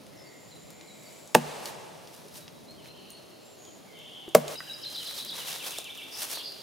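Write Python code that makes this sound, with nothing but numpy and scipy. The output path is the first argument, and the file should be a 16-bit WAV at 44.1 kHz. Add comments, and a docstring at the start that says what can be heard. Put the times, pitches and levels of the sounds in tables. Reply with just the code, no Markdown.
"""Chopping birch in the forest

An axe chops twice into a birch log on the forest floor, heard on a close pair of microphones. The log
rings and the trunks scatter each blow back. Birds whistle and trill in the trees; dry leaves rustle and
twigs snap under the woodcutter's feet. Just after the second blow the scene cuts to a spot beside the
log, where the leaves are closer and a songbird runs through its song."""
import sys
import numpy as np
from scipy import signal
from scipy.fft import rfft, irfft, next_fast_len
from scipy.io import wavfile
from scipy.ndimage import uniform_filter1d, minimum_filter1d

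SR = 44100
rng = np.random.default_rng(int(sys.argv[2]) if len(sys.argv) > 2 else 0)


def generate_wav(sig):
    """Save sig (samples, or channels by samples) to the path in sys.argv[1] as 16-bit PCM at SR."""
    pcm = np.round(np.clip(np.atleast_2d(sig).T, -1, 1) * 32767).astype(np.int16)
    wavfile.write(sys.argv[1], SR, pcm)


N = 291942
TIME = np.arange(N) / SR
CUT_S = 4.556  # from the first microphone spot to the second

# Axe blows. Each row: start in seconds, thud in dB, crack in dB, crack centre in Hz, bark in dB,
# the bark's lead in seconds, echo in dB.
BLOWS = [(1.349, 0.5, -11.5, 3460, -20.5, 0.0032, -0.5), (4.3492, 1, -10.5, 3470, -30, 0.0022, -3.5)]
# Tone of the echo from the trunks. Each row: frequency in Hz, gain in dB.
ECHO_SPECTRUM = [(60, -17), (200, -14), (500, -9.5), (900, -9), (2000, -11.5), (4000, -11.5), (8000, -18.5),
                 (15000, -29)]


def axe(rise_s=0.0015, crack_t60=0.014, splinter_db=-18, splinter_t60=0.1, radiate_hz=135):
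    """The edge tears the bark, cracks into the wood and sets the log ringing."""
    # Modes of the log. Each row: frequency in Hz, t60 in seconds, relative dB for blow one, for blow two.
    log_modes = [(149.5, 0.52, -31, -33), (177.4, 0.13, -20, -20.5), (235.8, 0.22, -20, -23.5),
                 (356, 0.083, -18, -33), (468.4, 0.079, -16, -10.5), (499, 0.051, -7, -5.5),
                 (573, 0.086, -20, -11), (608.6, 0.033, -3, 3), (769, 0.052, -9.5, -11.5),
                 (866, 0.031, -0.5, -19.5), (985, 0.09, -28, -27), (1142, 0.022, -6.5, -5),
                 (1278, 0.025, -16, -9.5), (1653, 0.024, -9.5, -13), (1772, 0.015, -6, -13),
                 (2138, .014, -13.5, -6.5), (2670, 0.01, -1, -10), (3540, 0.012, -12.5, -27)]
    out, t = np.zeros(N), np.arange(SR // 2) / SR
    hz, t60, *mode_db = np.transpose(log_modes)[:, :, None]
    modes = np.cos(2 * np.pi * hz * t) * gain_of(-60 * t / t60)
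    modes *= 1 - np.exp(-t / rise_s)  # the force builds as the edge sinks in
    thin_log = signal.butter(4, radiate_hz, "high", fs=SR, output="sos")  # it radiates little bass
    for k, (s, thud_db, crack_db, crack_hz, bark_db, lead_s, _) in enumerate(BLOWS):
        thud = (gain_of(thud_db + mode_db[k]) * modes).sum(0)
        add(out, s, signal.sosfilt(thin_log, thud))
        add(out, s - lead_s, gain_of(bark_db) * burst(4400, 0.99, 0.014))
        add(out, s, gain_of(crack_db) * burst(crack_hz, 1.0, crack_t60))
        add(out, s + 0.0009, gain_of(crack_db) * burst(7100, 1.5, 0.011))  # the cheeks wedge the cut open
        add(out, s + 0.0035, gain_of(crack_db + splinter_db) * burst(4400, 2.1, splinter_t60))
    return out


def burst(hz, octaves, t60, size=8192):
    """Fibres breaking: a hump of noise that starts at once and dies away."""
    f, t = np.fft.rfftfreq(size, 1 / SR), np.arange(size) / SR
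    hump = np.exp(-0.5 * (np.log2((f + 1) / hz) / octaves) ** 2)
    phases = np.exp(2j * np.pi * rng.random(len(f)))
    return unit_rms(irfft(hump * phases)) * gain_of(-60 * t / t60)


def axe_echo():
    """The log sends other modes in each direction, so the trunks return one smooth boom."""
    # Tone of the boom. Each row: frequency in Hz, gain in dB.
    boom_spectrum = [(50, -6), (200, 8), (450, 16), (650, 15.5), (950, 15.5), (1400, 6), (2800, 4),
                     (5000, 0), (9000, -3), (15000, -15)]
    kicks = np.zeros(N)
    for s, *_, echo_db in BLOWS:
        add(kicks, s, gain_of([echo_db]))
    return echo_at_spots(kicks, trunk_echo(boom_spectrum))


def near_songbird(sweep_hz=430):
    """Three runs and a buzzy flourish, close by; heard only from the second spot, already in mid-song."""
    # Three motifs. Each row is a note: delay in seconds, length in seconds, relative level in dB,
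    # start and end pitch in Hz, glide time in seconds.
    opening = [(0, 0.029, -6.5, 3436, 2570, 0.0132), (.021, 0.023, -0.5, 3780, 3955, 0.0073),
               (.057, .02, -3, 5310, 4845, .0075)]
    tumble = [(-.009, 0.012, -8, 4700, 5850, .008), (0, .024, -0.5, 6190, 3350, .008),
              (.025, .019, -0.5, 4015, 4100, .005)]
    seesaw = [(-.045, 0.035, -2.5, 4508, 2650, .009), (-.012, 0.018, -7, 2700, 2250, 0.0078),
              (0, .027, -1, 2500, 3850, 0.00885)]
    # Closing buzzes. Each row: start and length in seconds, relative level in dB, centre in Hz.
    flourish = [(6.098, 0.079, -39, 5270), (6.326, 0.036, -32, 4210), (6.366, .039, -36.5, 3190),
                (6.414, 0.076, -34.5, 4600)]
    song = (phrase(opening, start_s=4.361, period_s=0.156, db=-33.5, sag=0.002, count=3)
            + phrase(tumble, start_s=4.831, period_s=0.114, db=-31.5, sag=0.0142, count=5)
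            + phrase(seesaw, start_s=5.509, period_s=0.1267, db=-35.5, sag=0.0081, count=5))
    buzz = np.zeros(N)
    for s, length, db, centre_hz in flourish:
        add(buzz, s, gain_of(db) * trill(length, centre_hz, sweep_hz))
    canopy = echo(gain_of(-5.5) * song + gain_of(-1) * buzz, undergrowth(t60=0.35))
    far = echo(gain_of(8) * song + gain_of(7) * buzz, trunk_echo(ECHO_SPECTRUM))
    return (gain_of(-4) * song + canopy + far) * (TIME >= CUT_S)


def phrase(motif, start_s, period_s, db, sag, count):
    """A motif repeated evenly, its pitch sagging by a share each time; no two notes are quite alike."""
    out = np.zeros(N)
    for k in range(count):
        for delay, length, note_db, start_hz, end_hz, glide_s in motif:
            pitch = (1 - sag) ** k * (1 + 0.0052 * rng.uniform(-1.05, 1))
            note = whistle(length, pitch * start_hz, pitch * end_hz, glide_s, waver=0.013)
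            level = gain_of(db + note_db + 1.5 * rng.uniform(-1, 1))
            add(out, start_s + k * period_s + delay, level * note)
    return out


def whistle(length, start_hz, end_hz, glide_s, upturn_hz=0, waver=0.0043):
    """A pure note that slides toward a pitch and may bend at the end."""
    t = np.arange(int(length * SR)) / SR
    wobble = smooth_noise(SR // 4, 120)[:len(t)]
    hz = end_hz + (start_hz - end_hz) * np.exp(-t / glide_s) + upturn_hz * (t / length) ** 4
    hz *= 1 + waver * wobble
    return signal.windows.tukey(len(t), 0.45) * np.sin(2 * np.pi * np.cumsum(hz) / SR)


def trill(length, centre_hz, sweep_hz, rate_hz=70, scatter=0.549, taper=0.57, pulsing=0.45):
    """A fast, uneven warble round one pitch, pulsing as it swells and fades."""
    count = int(length * SR)
    uneven = smooth_noise(2 * SR, 100)[:count]
    turn = 2 * np.pi * np.cumsum(rate_hz * (1 + 0.4 * uneven)) / SR
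    hz = centre_hz + sweep_hz * (0.805 * np.sin(turn) + scatter * uneven)
    envelope = signal.windows.tukey(count, taper) * (1 + pulsing * np.cos(turn))
    return envelope * np.sin(2 * np.pi * np.cumsum(hz) / SR)


def leaves(grains_per_s=12000, spread_db=3, clump_db=1.33, lump_db=2, roundness=1.43):
    """Tiny crackles swell and ebb with each step; weight on the litter adds a lower, lumpier crunch."""
    # Steps, shifts of weight, and leaves shaken by a blow. Each row: peak time in seconds, level in dB, rise
    # and fall in seconds, # crunch against fizz in dB.
    rustles = [(1.12, -58, 0.19, 0.22, -9), (1.55, -56, .14, .1, -5), (1.67, -43.5, 0.04, .04, -5),
               (2.14, -56, 0.11, 0.2, -12), (2.37, -46.5, 0.034, 0.052, -13), (2.87, -55, 0.024, .025, -4),
               (4.536, -43, .05, 0.018, -6), (4.93, -47, .05, 0.092, -17), (5.04, -43, 0.054, 0.099, -14),
               (5.18, -41, 0.091, 0.072, -12.5), (5.39, -41, 0.068, 0.08, -6),
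               (5.489, -36, 0.03, 0.1, -8.5), (5.669, -36, 0.038, 0.06, -8),
               (5.77, -42.5, 0.047, 0.051, -13), (6.23, -35, 0.063, 0.039, -12.5),
               (6.314, -34, 0.027, 0.056, -12.5)]
    # Tone of the fizz and of the crunch. Each row: frequency in Hz, relative level in dB.
    fizz_spectrum = [(60, -36), (500, -12), (1500, -10), (3000, -6), (5500, 0.5), (7500, -4.5), (10000, -1),
                     (14000, -4.5), (16000, -10)]
    crunch_spectrum = [(60, -26), (200, -15), (500, 1), (1000, 0.5), (2000, -4.5), (4000, -6.5),
                       (9000, -45)]
    clumps = gain_of(clump_db * smooth_noise(N, 400))
    lumps = unit_rms(gain_of(lump_db * smooth_noise(N, 700)))
    sizes = gain_of(spread_db * np.minimum(rng.exponential(1, (2, N)), 6)) * rng.choice([-1, 1], (2, N))
    grains = microphone_pair(sizes * (rng.random((2, N)) < grains_per_s / SR)) * clumps
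    fizz = gain_of(np.where(TIME < CUT_S, -63.5, -53))  # a faint steady stir, closer at the second spot
    crunch = fizz * gain_of(-6)
    for s, db, rise, fall, crunch_db in rustles:
        from_peak = np.maximum((s - TIME) / rise, (TIME - s) / fall)
        swell = gain_of(db) * np.exp(-np.minimum(from_peak ** roundness, 20))
        fizz = np.hypot(fizz, swell)
        crunch = np.hypot(crunch, gain_of(crunch_db) * swell)
    return fizz * colour(grains, fizz_spectrum) + crunch * colour(grains * lumps, crunch_spectrum)


def twigs(octaves=0.85, t60=0.012, tick_db=-49, tick_range_db=6, tick_hz=6000, tick_count=14):
    """Single snaps and knocks underfoot, with faint ticks at random between them."""
    # Twigs snapping. Each row: start in seconds, level in dB, centre in Hz.
    snaps = [(.704, -39.5, 6900), (.811, -40.5, 3500), (1.657, -29, 5000), (2.074, -43.5, 4000),
             (2.142, -43, 8000), (2.48, -37.5, 2800), (2.858, -42, 2200), (3.104, -36.5, 9500),
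             (4.29, -43, 8000), (4.4806, -29.5, 4340), (5.249, -31.5, 11000), (5.708, -32, 6870),
             (5.7848, -24, 5460), (5.8437, -36.5, 5900), (5.975, -37.5, 11000)]
    # Dull knocks of wood and boots. Each row: as for a snap, then width in octaves, t60 in seconds.
    knocks = [(2.25, -45, 423, 0.37, 0.13), (4.28, -39, 345, 0.17, 0.093), (4.605, -31, 1580, 0.22, 0.02),
              (5.786, -29, 613, 0.49, 0.018), (6.373, -37, 800, .72, 0.027)]
    out = np.zeros(N)
    for s, db, hz in snaps:
        add(out, s, gain_of(db) * burst(hz, octaves, t60))
    for s, db, *shape in knocks:
        add(out, s, gain_of(db) * burst(*shape))
    for when, strength, pitch in rng.random((tick_count, 3)):
        tick = burst(tick_hz * 2 ** (pitch - 0.5), octaves, t60)
        add(out, when * N / SR, gain_of(tick_db + tick_range_db * strength) * tick)
    return out


def bird_calls():
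    """Single whistled calls from the trees around the microphones."""
    # Kinds of call. Each row: length in seconds, start over end pitch, glide in seconds, upturn in Hz.
    call_shapes = {"slur": (0.081, 1.55, .0075, 180), "rise": (.058, .88, .011, -40),
                   "drop": (0.039, 1.25, 0.03, -60), "pip": (0.0098, .99, 0.0072, 0),
                   "level": (.075, 1.03, .03, 0)}
    # Calls. Each row: start in seconds, kind, relative level in dB, end pitch in Hz before the upturn.
    calls = [(.16, "slur", -54, 5160), (.24, "level", -55, 4544), (.502, "slur", -49.5, 3910),
             (.553, "pip", -51.5, 8960), (.868, "slur", -50.5, 3860), (1.03, "level", -54, 4540),
             (2.4, "level", -53, 3810), (2.675, "rise", -47, 4264), (2.775, "drop", -51.5, 2700),
             (2.872, "rise", -48.5, 4220), (2.967, "drop", -53, 2686), (3.116, "pip", -43.5, 8930),
             (3.128, "rise", -48.5, 4400), (3.66, "drop", -55, 2840), (4.99, "drop", -38, 2730),
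             (5.39, "drop", -38.5, 2640)]
    out = np.zeros(N)
    for s, kind, db, end_hz in calls:
        length, ratio, glide_s, upturn_hz = call_shapes[kind]
        add(out, s, gain_of(db) * whistle(length, ratio * end_hz, end_hz, glide_s, upturn_hz))
    return out


def far_birds():
    """Trills from deep in the wood."""
    # Each row: start and length in seconds, relative level in dB, centre and rough sweep in Hz.
    trills = [(0, 1.54, -55.5, 7170, 262), (0.051, 0.43, -57, 1985, 170), (.55, 0.74, -59, 2247, 199),
              (0.749, .65, -59, 7800, 250), (2.761, 0.47, -54.5, 2890, 230), (2.897, .35, -56, 4190, 330),
              (3.38, 0.18, -56.5, 7350, 160), (3.54, 0.25, -51.5, 6820, 241), (3.83, .22, -55, 2150, 100),
              (3.87, 0.49, -44, 3200, 295), (4.646, .045, -46, 1647, 90), (4.699, 0.55, -46.5, 3200, 158)]
    out = np.zeros(N)
    for s, length, db, centre_hz, sweep_hz in trills:
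        add(out, s, gain_of(db) * trill(length, centre_hz, sweep_hz))
    return out


def undergrowth(t60, taps_per_s=3000):
    """Quick scatter from the ground and the plants close by."""
    t = np.arange(SR // 3) / SR
    taps = microphone_pair(rng.standard_normal((2, len(t))) * (rng.random((2, len(t))) < taps_per_s / SR))
    taps *= gain_of(-60 * t / t60) * (1 - np.exp(-t / 0.0013))
    return taps / np.linalg.norm(taps[0])


def trunk_echo(spectrum, hold_s=0.3):
    """Countless weak reflections hold level for a moment, then die away; the midrange lasts longest."""
    # Decay among the trunks. Each row: frequency in Hz, t60 in seconds.
    decay_times = [(100, 0.72), (600, 1.93), (3000, 1.9), (8000, 1.8), (15000, 1.1)]
    t = np.arange(3 * SR // 2) / SR
    taps = microphone_pair(rng.standard_normal((2, len(t))))
    hz, age, bands = signal.stft(taps * (1 - np.exp(-t / 0.048)), SR, nperseg=512)
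    fade = gain_of(-60 * (np.hypot(age, hold_s) - hold_s) / curve_at(decay_times, hz)[:, None])
    fade *= gain_of(curve_at(spectrum, hz))[:, None] / np.sqrt(np.mean(fade ** 2, axis=1, keepdims=True))
    return signal.istft(bands * fade, SR, nperseg=512)[1] / np.linalg.norm(taps[0])


def air(patchy_db=2, body_db=-50, hiss_db=-53.65, murmur_hz=380, hiss_hz=1200):
    """The forest's low murmur swells and drifts in patches, under an even hiss."""
    # Tone of the air. Each row: frequency in Hz, relative level in dB.
    air_spectrum = [(15, -54), (25, -31), (64, -13), (141, 1.5), (545, 0), (607, 1.5), (677, -2),
                    (1610, -14.5), (3430, -13), (4140, -13), (6920, -18.5), (7710, -25), (10100, -19.5),
                    (14800, -28), (16000, -26)]
    # Course of the murmur. Each row: time in seconds, gain in dB.
    murmur = [(0, -48), (.7, -48), (1.1, -51.5), (2.35, -50.5), (2.85, -45), (3.15, -50.5), (6.62, -52)]
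    noise = colour(microphone_pair(rng.standard_normal((2, N))), air_spectrum)
    hz, t, bands = signal.stft(noise, SR, nperseg=2048)
    patches = uniform_filter1d(rng.standard_normal(bands.shape[1:]), size=5, axis=0)
    patches = unit_rms(uniform_filter1d(patches, size=9, axis=1))
    low = 1 / (1 + (hz[:, None] / hiss_hz) ** 2)
    bass = 1 / (1 + (hz[:, None] / murmur_hz) ** 4)
    swell_db = bass * np.interp(t, *np.transpose(murmur)) + (1 - bass) * body_db + patchy_db * patches
    bands = bands * gain_of(low * swell_db + (1 - low) * hiss_db)
    return signal.istft(bands, SR, nperseg=2048)[1][:, :N]


def microphone_pair(x):
    """Turns two unrelated signals into what two close microphones hear of a diffuse field."""
    # Likeness of left and right. Each row: frequency in Hz, coherence from 0 to 1.
    coherence = [(30, 0.034), (600, 0.051), (1400, 0.31), (3000, 0.68), (7000, 0.84), (15000, 0.44)]
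    count = x.shape[1]
    same = np.clip(curve_at(coherence, np.fft.rfftfreq(count, 1 / SR)), 0, 1)
    mid, side = rfft(x) * np.sqrt([(1 + same) / 2, (1 - same) / 2])
    return irfft(np.array([mid + side, mid - side]), count)


def place(x, balance):
    """Direct sound at the microphones. Each row of balance: frequency in Hz, left over right in dB."""
    count = next_fast_len(N, True)
    tilt_db = curve_at(balance, np.fft.rfftfreq(count, 1 / SR))
    return irfft(rfft(x, count) * gain_of([tilt_db / 2, -tilt_db / 2]), count)[:, :N]


def echo(x, response):
    """A sound's reflections at both microphones, cut to its length."""
    return signal.fftconvolve(x[None], response, axes=1)[:, :len(x)]


def echo_at_spots(x, response):
    """Echoes a sound at each microphone spot; nothing carries across the cut."""
    return np.hstack([echo(part, response) for part in np.split(x, [round(CUT_S * SR)])])


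def colour(x, spectrum):
    """Gives a signal a spectrum, at rms 1."""
    count = next_fast_len(N, True)
    gains = gain_of(curve_at(spectrum, np.fft.rfftfreq(count, 1 / SR)))
    return unit_rms(irfft(rfft(x, count) * gains, count)[:, :N])


def curve_at(points, hz):
    """Reads a curve on a log-frequency axis."""
    f, value = np.transpose(points)
    return np.interp(np.log(hz + 1), np.log(f + 1), value)


def smooth_noise(count, span):
    """Noise averaged over span samples, at rms 1."""
    return unit_rms(uniform_filter1d(rng.standard_normal(count), size=span))


def unit_rms(x):
    """Scales to rms 1."""
    return x / np.sqrt(np.mean(x ** 2) + 1e-20)


def gain_of(db):
    """Decibels to a factor."""
    return 10 ** (np.asarray(db) / 20)


def add(mix, s, sound):
    """Adds a sound at s seconds."""
    part = mix[max(round(s * SR), 0):][:len(sound)]
    part += sound[:len(part)]


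def scene():
    """Direct sounds, their echoes, the leaves and the air; far birds arrive only as scatter."""
    blows, calls, trills, snaps = axe(), bird_calls(), far_birds(), twigs()
    axe_balance = [(100, 0), (380, 0.8), (700, -1.5), (1100, -3.5), (2400, -2.5), (4400, 3.0)]
    direct = place(blows, axe_balance) + gain_of(-3.5) * calls + gain_of(-0.5) * snaps
    near = echo_at_spots(gain_of(-14) * blows + gain_of(-6) * snaps, undergrowth(t60=0.2))
    canopy = echo_at_spots(gain_of(-6) * calls + gain_of(-2.5) * trills, undergrowth(t60=0.29))
    to_trunks = gain_of(-9) * blows + gain_of(6) * calls + gain_of(7.5) * trills + gain_of(-14) * snaps
    far = echo_at_spots(to_trunks, trunk_echo(ECHO_SPECTRUM))
    return direct + near + canopy + far + axe_echo() + near_songbird() + leaves() + air()


def record(dry, ceiling=1.18, edge_hz=15900):
    """A fast limiter holds the two blows; a steep low-pass takes off the top treble."""
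    allowed = np.minimum(ceiling / (abs(dry).max(0) + 1e-9), 1)
    limited = dry * uniform_filter1d(minimum_filter1d(allowed, size=70), size=70)
    low_pass = signal.firwin(255, edge_hz, window=("kaiser", 8), fs=SR)
    return signal.oaconvolve(limited, low_pass[None], "same")


dry = scene()
out = record(dry)
generate_wav(out)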